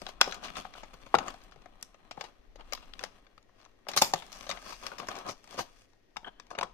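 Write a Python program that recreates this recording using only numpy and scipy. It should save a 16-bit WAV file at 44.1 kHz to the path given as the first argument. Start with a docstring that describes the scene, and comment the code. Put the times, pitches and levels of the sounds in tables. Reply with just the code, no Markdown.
"""Hands turn a stiff clear plastic tray over a wooden desk, close to a two-port microphone.
Dents snap through in short ragged slips that ring the shell, and wide panels pop with a damped swing.
Hands and film rub in swells of tiny slips and grains, and a small part squeaks under a finger.
A small room answers with fading noise; behind it lie desk rumble, a faint noise floor and mains hum."""
import sys
import numpy as np
from scipy import signal
from scipy.fft import rfft, irfft, next_fast_len
from scipy.io import wavfile
from scipy.ndimage import uniform_filter1d

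SR = 44100
rng = np.random.default_rng(int(sys.argv[2]) if len(sys.argv) > 2 else 0)


def transcribe(u):
    """Save the signal u as a 16-bit wav file named by the first command-line argument.

    u: samples, shape (n,) or (channels, n), limited to [-1, 1]; the rate is SR.
    q: integer samples, one column per channel.
    """
    v = np.clip(np.atleast_2d(u).T, -1, 1)
    q = np.round(v * 32767).astype(np.int16)
    wavfile.write(sys.argv[1], SR, q)


N = 296793  # length in samples

# Dents snapping. Each row: start in seconds, base level in dB, brightness in dB per octave,
# bend of that slope in dB per octave squared, pitch of the dent in Hz, base slip length in ms,
# left minus right in dB.
DENT_SNAPS = [(0.017, -44.5, -6.5, 1.93, 620, 1.1, 5.5), (0.065, -42.5, 4.5, -1.5, 764, 1.7, 1),
              (0.089, -50, -3.5, 1.3, 1160, 2.2, 9), (0.206, -42.5, 2.5, -1.8, 1290, 2.5, 2),
              (0.212, -18.5, 4, -0.69, 1378, 0.98, -2), (0.275, -35, -5, -1, 830, 1.2, 0.5),
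              (0.322, -42, 6.5, -2.05, 1480, 2.6, 3), (0.332, -46.5, 0, -2.4, 1490, 2.3, -1),
              (0.343, -49.5, 1.5, 0.53, 407, 3.7, 3.5), (0.428, -51, 0, -2, 900, 2, 6),
              (0.436, -49.5, 8.5, -2.5, 500, 13, 3.5), (0.482, -52, 13.5, -5, 920, 6.4, -2),
              (0.554, -55, 16, -5.5, 513, 5.1, 1), (0.65, -43.5, 5, -5, 800, 2.1, 1),
              (0.737, -58.5, 11.5, -3.5, 680, 1.9, 6), (0.751, -50, 1, -4, 1340, 2.1, -2),
              (0.832, -45.5, -2.5, 0.05, 863, 4.7, 2.5), (0.939, -52.5, -6, 1.98, 1210, 2.7, 3),
              (1.016, -66, -0.5, 0.5, 900, 1.5, 4), (1.064, -53, -7.5, 1.84, 1110, 6, 5.5),
              (1.141, -20.5, -3, -1.4, 770, 4.6, -3), (1.150, -24.5, -2, 0, 1400, 1.6, 2),
              (1.185, -34, 1, -0.32, 760, 2.4, 2.5), (1.281, -39.5, 1.3, -0.42, 1310, 2.6, -0.5),
              (1.306, -56.5, 2.5, -0.6, 904, 2, 0), (1.34, -49.5, -4.5, 0.5, 730, 3.5, 3),
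              (1.416, -68.5, 4, -0.5, 900, 1.7, 5), (1.437, -81, 6.5, 0.7, 559, 2.6, -4.5),
              (1.512, -71, 3.5, 0, 900, 1.5, 3), (1.52, -57.5, 2, -1.06, 1400, 4.2, 2.5),
              (1.559, -57, -7, 1.5, 418, 2.1, 4), (1.619, -72, 2.5, 0, 904, 1.6, 5),
              (1.658, -52, -3, -0.2, 696, 1, 5.5), (1.811, -75, 6.5, -0.2, 1400, 0.92, 0),
              (1.826, -57, 7, 0.26, 1410, 1.3, 0.5), (1.943, -58.0, -1, -0.3, 818, 2.7, 1.5),
              (2.11, -43, -0.5, 0.1, 860, 3.5, 2.5), (2.175, -44, -6, -1, 823, 2.5, 2.5),
              (2.209, -40, 2.5, -0.73, 832, 2.5, 3), (2.239, -46, -1, -0.28, 842, 7.1, 4.5),
              (2.557, -54, -2.5, 0.56, 547, 3.6, 2), (2.595, -51.5, -3.5, -0.5, 684, 6, 2),
              (2.607, -51, 1.5, -1.8, 900, 4, 2), (2.723, -43, 3, -0.4, 560, 2.1, 6),
              (2.733, -47, 5.5, 0.08, 579, 1.3, 3.5), (2.749, -49, 1.5, 0.54, 990, 2.3, -1),
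              (2.775, -51.0, 1, -1, 1167, 1.6, 0), (2.856, -72.5, -2.5, 1.4, 900, 1.6, 4.5),
              (2.864, -74, -2, 0, 900, 1.5, -2), (2.935, -58.5, 10, -2.5, 880, 1.3, 7.0),
              (2.992, -52.5, 8, -1.62, 980, 1.05, 6), (3.01, -49, -3.8, 1, 1410, 1.5, 1),
              (3.037, -40.5, 1.5, 0.37, 510, 1.66, 3), (3.048, -57.5, 10.5, -2.3, 916, 2.1, 0),
              (3.266, -63.5, 3.4, -1.95, 758, 2.5, 6), (3.378, -58, -0.9, -0.05, 1264, 2.3, 3),
              (3.427, -75.5, 3.5, -0.05, 898, 1.1, 2), (3.493, -64.5, -1.5, -1, 1000, 2.7, 2),
              (3.600, -63, 0.5, -1, 1300, 4, 1.5), (3.613, -68, 4.5, -1, 1304, 2, 2),
              (3.650, -67.5, 6, -1.02, 1404, 1.2, 2.5), (3.659, -58.5, 0, -1, 1100, 2.6, 1.0),
              (3.867, -46.5, 0.5, -3, 620, 1.7, 1), (3.885, -37.5, -1.3, 1, 564, 4.3, 0),
              (3.915, -49, 2.5, 0.08, 794, 1.9, 4), (3.934, -43, 4.5, -1.27, 760, 5.2, 1),
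              (3.963, -32, -3, 2.02, 810, 9.3, -4), (3.973, -26.5, 2.5, 0.3, 1250, 5, -2),
              (4.015, -31.5, -1.5, 1.5, 890, 14.4, -9.5), (4.02, -22.5, -1.5, 1.74, 866, 0.93, -0.5),
              (4.136, -25.5, -2.5, 1.01, 810, 1.35, 0.5), (4.222, -50.5, 6.5, -3, 900, 3.7, 6.5),
              (4.264, -66, 0.5, 1.4, 900, 2.2, 2), (4.318, -66.5, 10, -1.35, 820, 2.5, 6),
              (4.327, -62.5, 6.5, -0.1, 825, 2, 13), (4.44, -58.5, 3.5, -1.5, 900, 1.4, 11),
              (4.466, -48, 1, -0.4, 634, 4.4, 2.5), (4.491, -38.5, -0.9, 0.74, 660, 5.3, 4.5),
              (4.5, -41, 2.5, -0.35, 1280, 3.3, -2), (4.511, -42.5, 7, -1.47, 1150, 3.5, 2.5),
              (4.572, -49, 7, -3.5, 684, 2.3, 8), (4.723, -44, -2.5, 1, 1070, 10.7, 3),
              (4.826, -52.5, 0.5, -0.5, 1080, 2.5, 5), (4.865, -42.5, 1.5, 0.35, 1240, 2.4, 6),
              (4.916, -44.5, 1.5, -4.5, 1370, 1.8, 7.5), (4.982, -51.5, 1.25, 0.51, 503, 8.1, 7.5),
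              (4.999, -46, 1.5, -0.3, 1170, 1.9, 1), (5.029, -45.5, -3.2, -0.4, 656, 11, 0.5),
              (5.07, -52.5, -0.7, 0.83, 890, 3.2, 0), (5.085, -34.5, -3, 0.85, 604, 2.1, 0),
              (5.114, -48, 5.5, -3, 990, 2.5, 0), (5.153, -52.5, 3.1, -0.2, 1190, 2.2, 0),
              (5.164, -53, 0.5, 0.5, 580, 2.5, 6), (5.186, -51.5, 1.8, 0.5, 1100, 2.9, 0),
              (5.264, -49, -5, 1.66, 473, 2.3, 4), (5.286, -38.5, -4, 0.56, 1210, 5.5, 2),
              (5.294, -39.5, -3, 0.5, 644, 1, 2), (5.308, -52, -1.5, 1.34, 649, 2.8, 6),
              (5.441, -60, -1, 1.07, 880, 1.5, 0.5), (5.474, -61, 0.5, 0.3, 900, 1.4, 1),
              (5.508, -56, -2.5, 1.62, 1150, 1.4, 6), (5.542, -47.5, -6, 1.75, 720, 1.8, -1),
              (5.577, -41, -1, -1.3, 580, 6.3, 1), (5.588, -32, -3.5, 0.38, 1002, 6.8, 1.5),
              (5.605, -39.5, -5.5, 2.06, 685, 7.5, 2.5), (5.932, -71.5, 2, -0.5, 900, 1.5, 1),
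              (6.16, -51, 0, -3, 1130, 2.3, 3), (6.167, -37.5, 0.1, -0.18, 873, 2.4, 0.5),
              (6.23, -55, -4, -5, 880, 2.5, 1.5), (6.398, -51.5, 4, -1, 1090, 2.2, 3),
              (6.467, -71, 5, -0.5, 894, 1.5, 1), (6.504, -52, -1.5, 0.5, 1070, 7.5, 4),
              (6.511, -40, -2, -1.7, 1083, 1.9, 2), (6.55, -43.5, 0.5, -1.4, 676, 2.8, 1.5),
              (6.579, -41, -6.5, 0.3, 1110, 5.8, 0), (6.586, -33.5, 1.5, -1.02, 936, 1.7, 3),
              (6.61, -33, -0.6, -0.37, 910, 1.4, 1), (6.63, -33.5, -3, 0.5, 1100, 2, -1)]

# Ways the shell can ring, from its lowest part to its highest.
# Each row: base pitch in Hz, base level in dB, time to fall by 60 dB in seconds.
THUD_MODES = [(121, -2, 0.044), (179.7, -0.5, 0.087), (277, 8.5, 0.029)]
BODY_MODES = [(371.6, -14.5, 0.061), (538.6, -3, 0.024), (683, 1, 0.018), (770, -0.5, 0.022),
              (887, -0.5, .018), (1035, 4, 0.011), (1236, 0, 0.018), (1470, -3, 0.022)]
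CRACK_MODES = [(1680, 4, 0.0044), (2300, 2, 0.0065), (2855, -3, 0.0092), (3316, -5.5, 0.013),
               (3765, -8, 0.017), (4190, -6.5, 0.016)]
FIZZ_MODES = [(4700, 1, 0.0033), (5340, 0, .0035), (6100, -5.5, 0.0059), (6640, -3.5, 0.0031),
              (7000, -10.5, 0.0017)]
SHEEN_MODES = [(7870, 3, 0.001), (9750, -6, 0.0027), (10930, -4.5, 0.001), (11540, -4.5, 0.002),
               (12600, -3.5, 0.0013), (14100, -10, .0015)]
PARTS = THUD_MODES, BODY_MODES, CRACK_MODES, FIZZ_MODES, SHEEN_MODES

# These lists have one value for each part, from thud to sheen.
# Height of each part above the body, in octaves.
PART_OCTAVES = np.array(np.array([-2.3, 0, 1.6, 2.7, 3.6]))
# Level of each part of an average snap, in dB added to the level of the snap.
SNAP_PART_DB = np.array([-19.5, 2.5, 0.5, -3.5, -20])
# Level of each part while a dent settles, in dB: duller than the snap.
SETTLE_PART_DB = [-2.5, -1, -3, -4, -12]
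# Factor on the slip length: the treble lasts longer here when the factor is larger.
SLIP_LENGTH_FACTOR = [0.11, 0.78, 1.8, 1.9, 1.9]
# Weight, 0 to 1, of the separate push that only the right port hears, from another patch of shell.
UNLIKE = [0.18, 0.93, 0.99, 0.98, 1]
# Level of each part of the slow rubbing, in dB added to the level of the rub.
RUB_PART_DB = np.array([-4, 0, -0.5, -11.5, -18.5])
# Level of each part of an average swell, in dB added to the level of the swell.
SWELL_PART_DB = np.array([-13.5, 1.5, -3, -9.5, -22])
# How far each part follows the brightness of a rub, in octaves.
RUB_OCTAVES = np.array(np.array([-0.5, 0, 1.5, 4.0, 3.0]))

# Wide panels flipping over in one push. Each row: start in seconds, base level in dB,
# pitch in Hz, time to fall by 60 dB in ms, left minus right in dB.
PANEL_POPS = [(0.2128, -8.5, 1420, 4.7, 0.5), (0.6523, -22.5, 1140, 6.8, 2.5), (0.753, -38.5, 902, 7, -2.5),
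              (1.1425, -2.5, 843, 15.6, 3.5), (2.176, -34, 700, 7.6, 0), (4.0196, -7.5, 850, 22, 2),
              (4.1359, -14.5, 894, 16, 1), (5.0865, -28, 795, 10.8, 3), (6.168, -26.5, 960, 13, 0),
              (6.587, -25.5, 910, 8.5, 1), (6.628, -21, 1000, 23, 7)]
# The hollow of the tray, ringing after a pop. Each row: base pitch in Hz, base level in dB,
# time to fall by 60 dB in seconds.
HOLLOW_MODES = [(740.3, -22, 0.12), (807, -24, 0.077)]

# Slow pressure of the rubbing hands. Each row: time in seconds, base level in dB,
# brightness in dB per octave above the body.
RUB_PRESSURE = [(0.0, -63, 3.5), (0.28, -60, -6), (0.49, -59, -0.5), (0.9, -68, -0.5), (1.29, -63, 1),
                (1.59, -66, -1.5), (1.89, -70.5, -2), (2.2, -70, -1.5), (2.55, -75, -0.5), (2.74, -63, 0),
                (2.9, -68, -0.5), (3.35, -76.5, -0.5), (3.6, -85, 0), (3.84, -78.5, -0.5),
                (3.92, -58, -0.5), (4.05, -51, -1.5), (4.27, -62, 0.5), (4.74, -68, 4.5), (5.14, -58.5, -1),
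                (5.33, -82, 3), (5.57, -60, 0), (5.81, -74.5, 3.5), (6.02, -91, 2.5), (6.22, -81, 2.5),
                (6.35, -71, -2.5), (6.73, -74, -3)]
# Swells of rustle. Each row: crest in seconds, rise in ms, fall in ms, base level in dB,
# brightness in dB per octave above the body.
RUSTLE_SWELLS = [(0.098, 26, 12, -53, 2), (0.241, 11, 49, -48.5, -8), (.29, 23, 35, -45.5, 0.5),
                 (.45, 17, 19, -51.5, 1.5), (.575, 21, 47, -54.5, 1.5), (0.789, 40, 47, -58.5, 0.5),
                 (1.21, 42, 39, -48.5, -11.5), (1.281, 17.5, 20, -50, -0.5), (2.228, 42, 39, -53, -0.5),
                 (2.602, 22, 23, -56, -6.5), (3.04, 24.3, 25, -57.5, 0), (3.615, 50, 50, -72, 1),
                 (3.892, 7.4, 25, -44.5, 0), (4.35, 12, 51, -62, 3), (4.52, 18, 43, -48.5, -4.5),
                 (4.705, 53, 27, -49.5, 1), (4.85, 24, 36, -49.5, -1), (4.932, 16, 30, -51, -5.5),
                 (5, 11, 24, -46.5, -6.5), (5.119, 22, 17, -50, -1), (5.181, 32, 37, -48.5, -2.5),
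                 (5.27, 19, 24, -47, -6.5), (5.296, 15, 18.4, -61, 5.5), (5.535, 18, 15, -58, 2),
                 (5.597, 15.6, 11, -44, 2.5), (6.279, 14.7, 12, -49.5, -5.5),
                 (6.532, 8.8, 38, -53.5, -10.5), (6.639, 9, 15.6, -46.5, -6)]
# Thin film dragged over the tray. Each row: crest in seconds, rise in ms, fall in ms,
# level in dB, centre of the band in Hz.
FILM_DRAGS = [(0.314, 3, 4.6, -40, 3800), (0.442, 10, 35, -58, 2900), (0.565, 8, 55, -46.5, 3260),
              (0.785, 30, 30, -55.5, 3000), (4.04, 10, 40, -38, 6400), (4.154, 11, 52, -44, 3400),
              (4.33, 6, 35, -53, 5900), (4.72, 65, 22, -51.5, 4800)]
# Squeaks of a small part under a finger. Each row: start in seconds, length in ms, level in dB.
FINGER_SQUEAKS = [(6.244, 9.4, -38), (6.262, 30.6, -42), (6.32, 140, -67.5)]
# Ringing of that small part. Each row: pitch in Hz, level in dB, time to fall by 60 dB in seconds.
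SMALL_PART_MODES = [(1620, -3, 0.013), (2100, -11.5, 0.0069), (3096, 0, 0.014), (3350, -2, 0.0083)]

# Echoes of the room. Each row: centre of the band in Hz, level in dB, time to fall by 60 dB in seconds.
ROOM_BANDS = [(203, -24.5, 1), (700, -18.5, 0.44), (2100, -23.5, 0.23), (4740, -21, 0.42),
              (10800, -21, 0.35)]
# Tone of the right port. Each row: pitch in Hz, level against the left port in dB.
RIGHT_PORT = [(60, 4), (180, -10), (700, -4.5), (2500, -8.5), (5000, -7), (9000, 1), (15000, 2.5)]
# Low rumble carried through the desk. Each row: time in seconds, base level in dB.
DESK_RUMBLE = [(0.0, -53.5), (1.0, -59), (2.25, -65.5), (2.6, -52.5), (3.5, -71), (3.8, -73.5),
               (4.03, -60.5), (5.47, -69), (5.68, -59), (6.1, -68.5), (6.22, -58.5), (6.41, -68),
               (6.6, -60), (6.73, -63)]
# Lowest and highest pitch of the rumble, in Hz.
RUMBLE_HZ = 9, 40
# Shape of the noise floor. 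Each row: pitch in Hz, relative level per Hz in dB.
FLOOR_SHAPE = [(20, 0.5), (45, -11), (70, -26), (110, -12), (160, -19.5), (255, -11), (450, -13),
               (700, -17), (1190, -29.5), (1910, -22.5), (2460, -28), (6360, -34.5), (7800, -49),
               (13900, -44.5), (16000, -57.5)]
# How alike the floor is at the two ports. Each row: pitch in Hz, likeness from 0 to 1.
FLOOR_ALIKE = [(30, 0.93), (200, 0.37), (700, 0.12), (3000, .02), (16000, .02)]
# Mains hum. Each row: pitch in Hz, middle level in dB rms.
HUM_TONES = [(100.1, -80), (1877, -86.5)]

# Every dent bends the shell a little differently: random share of pitch, random dB of strength.
DETUNE, SCATTER_DB = 0.04, 2.0
BODY_HZ = 900  # middle of the body
FOCUS_DB, FOCUS_OCTAVES = 9, 0.18  # modes near the pitch of the dent ring louder

# The jolt replaces both the noise and its random strength, so its size counts twice.
JOLT_SIZE, JOLT_DELAY_MS = 2.35, 0.7
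JOLT_PER_DB, USUAL_DB = -0.06, -38  # smaller jolt in a strong snap: dB per dB above the usual level
# The creases around a dent creep before it and settle after it.
CREEP_MS, SETTLE_MS, SETTLE_DB = 0.49, 26, -20.5
SETTLE_PER_TILT = -0.16  # a tight bright dent settles less: dB per dB of brightness

POP_RISE_MS, POP_LOW_HZ = 0.14, 260

SLIPS_PER_S, SLIP_SPREAD_DB = 1600, 3.5
TICKS_PER_S, TICK_DB = 10, 15  # now and then a small crease pops among the slips
FLUTTER_DB, FLUTTER_HZ = 1.5, 59.15  # quick changes of hand pressure
SPOT_DB = 4  # the hand wanders between the spots, so the colour drifts
RUB_PAN_DB = -0.5  # left minus right
FILM_OCTAVES, FILM_GRAINS_PER_S = 0.22, 2000  # width of each band, density of grains

RIGHT_LAG_MS = 0.11
RUMBLE_WANDER_DB = 2.5
FLOOR_DB, FLOOR_PAN_DB = -66.5, 5  # middle level, left minus right
MIC_TOP_HZ, TOP_HZ = 14900, 16000  # top of the microphone, top of the recorder


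def snaps(size=4096, before=128):
    """Each dent gives way in a short ragged slip that rings all parts of the shell."""
    out = np.zeros((2, N + size))
    ms = (np.arange(size) - before) * 1000 / SR  # 0 at the jolt
    creep = np.exp(np.minimum(ms, 0) / CREEP_MS)
    for s, level_db, tilt_db, bend_db, dent_hz, slip_ms, pan_db in DENT_SNAPS:
        # a small tight dent is bright, a wide soft one dull
        slope_db = tilt_db * PART_OCTAVES + bend_db * np.maximum(PART_OCTAVES, 0) ** 2
        part_db = level_db + SNAP_PART_DB + slope_db
        chance = rng.standard_normal((5, 8, 2))
        rag = rng.standard_normal((3, size))
        # the moment of snapping through is one hard jolt, common to both ports
        rag[:, before] = JOLT_SIZE * undb(JOLT_PER_DB * (level_db - USUAL_DB))
        ragged = rag[:2] * np.abs(rag[2])

        # the settling comes in uneven little lumps
        lumps = rng.exponential(size=size) ** 2 * (rng.random(size) < 0.02)
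        lumps = uniform_filter1d(lumps, 60)
        settle = np.exp(-ms / SETTLE_MS) * (0.8 + 0.9 * lumps / rms(lumps))
        settle *= undb(SETTLE_DB + SETTLE_PER_TILT * (tilt_db + 3 * bend_db))

        start = int((s + JOLT_DELAY_MS / 1000) * SR) - before
        for k, modes in enumerate(PARTS):
            # the same slope holds from mode to mode inside the part
            octave = np.log2(np.transpose(modes)[0] / BODY_HZ)
            from_dent = octave - np.log2(dent_hz / BODY_HZ)
            mode_db = tilt_db * octave + bend_db * np.maximum(octave, 0) ** 2
            mode_db += FOCUS_DB * np.exp(-(from_dent / FOCUS_OCTAVES) ** 2)
            shaped_modes = modes + np.outer(mode_db, [0, 1, 0])  # only the level column changes

            slip_fall = np.exp(-ms / max(slip_ms * SLIP_LENGTH_FACTOR[k], 0.05))
            after = slip_fall + settle * undb(SETTLE_PART_DB[k])
            slip = ragged * np.where(ms < 0, creep, after)
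            sound = ports(slip, ring(shaped_modes, chance[k], size), UNLIKE[k])
            sound *= undb(part_db[k]) / rms(sound[:, :size // 8])
            out[:, start:start + size] += sound * pan(pan_db)
    return out[:, :N]


def pops(size=8192):
    """A panel flips with one strongly damped swing and the hollow rings, alike at both ports but for level."""
    out, t = np.zeros((2, N + size)), np.arange(size) / SR
    rise = 1 - np.exp(-t * 1000 / POP_RISE_MS)
    for s, db, hz, t60_ms, pan_db in PANEL_POPS:
        swing = -np.sin(2 * np.pi * hz * t) * 1000 ** (-t * 1000 / t60_ms)
        swing = swing / np.max(np.abs(swing))
        hollow = ring(HOLLOW_MODES, rng.standard_normal((2, 2)), size)
        start = int(s * SR)
        out[:, start:start + size] += (swing + hollow) * rise * undb(db) * pan(pan_db)
    return butter(out[:, :N], 2, POP_LOW_HZ, "high")


def rubbing(spots=7, size=4096):
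    """Dense uneven slips ring several spots of the shell while the hand's pressure flutters."""
    parts = np.zeros((5, 2, N))
    flutter = undb(FLUTTER_DB * walk(FLUTTER_HZ))
    for _ in range(spots):
        strength = undb(SLIP_SPREAD_DB * np.minimum(rng.exponential(size=N), 5.5))
        grain = (rng.random(N) < SLIPS_PER_S / SR) * strength
        grain += (rng.random(N) < TICKS_PER_S / SR) * undb(TICK_DB)
        slips = grain * flutter * undb(SPOT_DB * walk(12)) * rng.standard_normal((2, N))
        for k, modes in enumerate(PARTS):
            tap = ring(modes, rng.standard_normal((8, 2)), size)
            parts[k] += ports(slips, tap / rms(tap), UNLIKE[k])
    # bring all parts to the same typical size before the pressure sets their levels
    parts = parts / np.median(np.abs(parts), axis=(1, 2), keepdims=True)
    return np.sum(parts * pressure()[:, None], axis=0) * pan(RUB_PAN_DB)


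def pressure():
    """Harder or softer rubbing sets the gain of each part: a slow bed plus the swells."""
    t = np.arange(N) / SR
    s, bed_db, bed_tilt_db = np.transpose(RUB_PRESSURE)
    level_db, tilt_db = np.interp(t, s, bed_db), np.interp(t, s, bed_tilt_db)
    gain = undb(level_db + RUB_PART_DB[:, None] + tilt_db * RUB_OCTAVES[:, None])
    for s, rise_ms, fall_ms, level_db, tilt_db in RUSTLE_SWELLS:
        part_gain = undb(level_db + SWELL_PART_DB + tilt_db * RUB_OCTAVES)
        gain += swell(t, s, rise_ms, fall_ms) * part_gain[:, None]
    return gain


def film():
    """Dragged film makes fine uneven grains, in a narrow band of their own for each drag."""
    t, out = np.arange(N) / SR, 0
    grains = (rng.random(N) < FILM_GRAINS_PER_S / SR) * rng.exponential(size=N)
    grains = grains * rng.standard_normal((2, N))
    for s, rise_ms, fall_ms, db, hz in FILM_DRAGS:
        edges = hz * 2 ** (np.array([-FILM_OCTAVES, FILM_OCTAVES]) / 2)
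        band = butter(grains, 1, edges, "band")
        out = out + band / rms(band) * undb(db) * swell(t, s, rise_ms, fall_ms)
    return out


def squeaks(size=4096):
    """A finger drags over a small loose part and its noisy push stirs a few modes."""
    t, push = np.arange(N) / SR, 0
    for s, length_ms, db in FINGER_SQUEAKS:
        progress = np.clip((t - s) * 1000 / length_ms, 0, 1)
        push = push + undb(db) * np.abs(np.sin(np.pi * progress)) ** 0.5
    tap = ring(SMALL_PART_MODES, np.zeros((8, 2)), size)
    tap = tap / np.sqrt(np.sum(tap ** 2))
    return ports(push * rng.standard_normal((2, N)), tap, 0.32) * pan(RUB_PAN_DB)


def room(x, size=32768):
    """Diffuse echoes, made of noise, die away band by band and differ at each port."""
    t, tail = np.arange(size) / SR, 0
    build_up = 1 - np.exp(-t / 0.00088)
    for hz, db, t60 in ROOM_BANDS:
        edges = [hz / 1.8, min(hz * 1.8, 0.45 * SR)]
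        band = butter(rng.standard_normal((2, size)), 2, edges, "band")
        band = band * 1000 ** (-t / t60) * build_up
        width = hz * 2.5 / SR  # band width, so that wide and narrow bands get comparable gain
        tail = tail + undb(db) * band / np.sqrt(np.sum(band ** 2) / 2 * width) * width
    return signal.oaconvolve(x, tail, axes=1)[:, :N]


def rumble():
    """The desk shakes the microphone with low noise, a little differently at each port."""
    s, db = np.transpose(DESK_RUMBLE)
    shake = butter(rng.standard_normal((2, N)), 3, RUMBLE_HZ, "band")
    shake = np.array([shake[0], 0.36 * shake[0] + 0.5 * shake[1]])
    level_db = np.interp(np.arange(N) / SR, s, db) + RUMBLE_WANDER_DB * walk(1.7)
    return shake / rms(shake) * undb(level_db)


def floor():
    """Shaped noise for air, far rumble and microphone hiss, with the hum of a mains appliance as sines."""
    size = next_fast_len(N)
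    alike = np.clip(on_hz(FLOOR_ALIKE, size), 0, 1)
    noise = rfft(rng.standard_normal((2, size))) * undb(on_hz(FLOOR_SHAPE, size))
    # a stronger middle makes the ports alike, a stronger side makes them differ
    mid, side = noise * np.sqrt([1 + alike, 1 - alike])
    air = irfft(np.array([mid + side, mid - side]), size)[:, :N]
    air = air / rms(air) * undb(FLOOR_DB + 0.5 * walk(3.1)) * pan(FLOOR_PAN_DB)
    t, hum = np.arange(N) / SR, 0
    for hz, db in HUM_TONES:
        hum = hum + np.sqrt(2) * undb(db + walk(9.4)) * np.sin(2 * np.pi * hz * t)
    return air + hum


def ring(modes, chance, size):
    """A tap makes one part ring as fading sines, pitches and strengths shaken by chance."""
    hz, db, t60 = np.transpose(modes)[:, :, None]
    t, count = np.arange(size) / SR, len(modes)
    hz = np.minimum(hz * (1 + DETUNE * chance[:count, :1]), 0.4 * SR)
    flip = (-1.) ** np.arange(count)[:, None]  # every other mode starts the other way
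    gain = undb(db + SCATTER_DB * chance[:count, 1:]) * flip
    return np.sum(gain * np.sin(2 * np.pi * hz * t) * 1000 ** (-t / t60), axis=0)


def ports(push, tap, unlike):
    """Two pushes ring one part: the left port hears the first, the right a blend of both."""
    share = np.clip(unlike, 0, 1)
    right = np.sqrt(1 - share ** 2) * push[0] + share * push[1]
    blend = np.array([push[0], right])
    return signal.oaconvolve(blend, tap[None], axes=1)[:, :push.shape[1]]


def swell(t, s, rise_ms, fall_ms):
    """A rounded rise to the crest and an exponential fall."""
    return np.exp(-np.where(t < s, ((s - t) * 1000 / rise_ms) ** 2, (t - s) * 1000 / fall_ms))


def walk(rate):
    """Random levels held 1 / rate s and smoothed twice; spread near 1."""
    k = int(SR / rate)
    steps = np.repeat(rng.standard_normal(N // k + 1), k)
    return 1.3 * uniform_filter1d(uniform_filter1d(steps, k), k)[:N]


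def on_hz(table, size):
    """Read a (Hz, value) table at the bins of a transform, in straight lines on a log axis."""
    hz, value = np.transpose(table)
    return np.interp(np.log(np.fft.rfftfreq(size, 1 / SR) + 1), np.log(hz), value)


def butter(x, order, hz, kind):
    """Smooth filter that keeps the low, high or band range of a sound."""
    return signal.sosfilt(signal.butter(order, hz, kind, fs=SR, output="sos"), x)


def pan(db):
    """Left and right gains for a left minus right difference in dB."""
    return undb([[db / 2], [-db / 2]])


def undb(db):
    """Gain of a level in dB."""
    return 10 ** (np.asarray(db) / 20)


def rms(x):
    """Root mean square: the average strength of a sound."""
    return np.sqrt(np.mean(x ** 2))


def scene():
    """The tray and its echoes reach the right port later and brighter; floor and rumble join in."""
    tray = snaps() + pops() + rubbing() + film() + squeaks()
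    tray = butter(tray, 2, 80, "high")  # the tray's sounds carry little deep bass
    left, right = tray + room(tray)
    size = next_fast_len(N + 4096)
    lag = np.exp(-2j * np.pi * np.fft.rfftfreq(size, 1 / SR) * RIGHT_LAG_MS / 1000)
    right = irfft(rfft(right, size) * undb(on_hz(RIGHT_PORT, size)) * lag, size)[:N]
    return np.array([left, right]) + floor() + rumble()


def record(dry):
    """The microphone rolls off, the recorder rounds the loudest peaks and cuts the top."""
    heard = butter(dry, 4, MIC_TOP_HZ, "low")
    rounded = 0.95 * np.tanh(heard / 0.95)
    return signal.sosfilt(signal.ellip(8, 0.2, 70, TOP_HZ, fs=SR, output="sos"), rounded)


dry = scene()
out = record(dry)
transcribe(out)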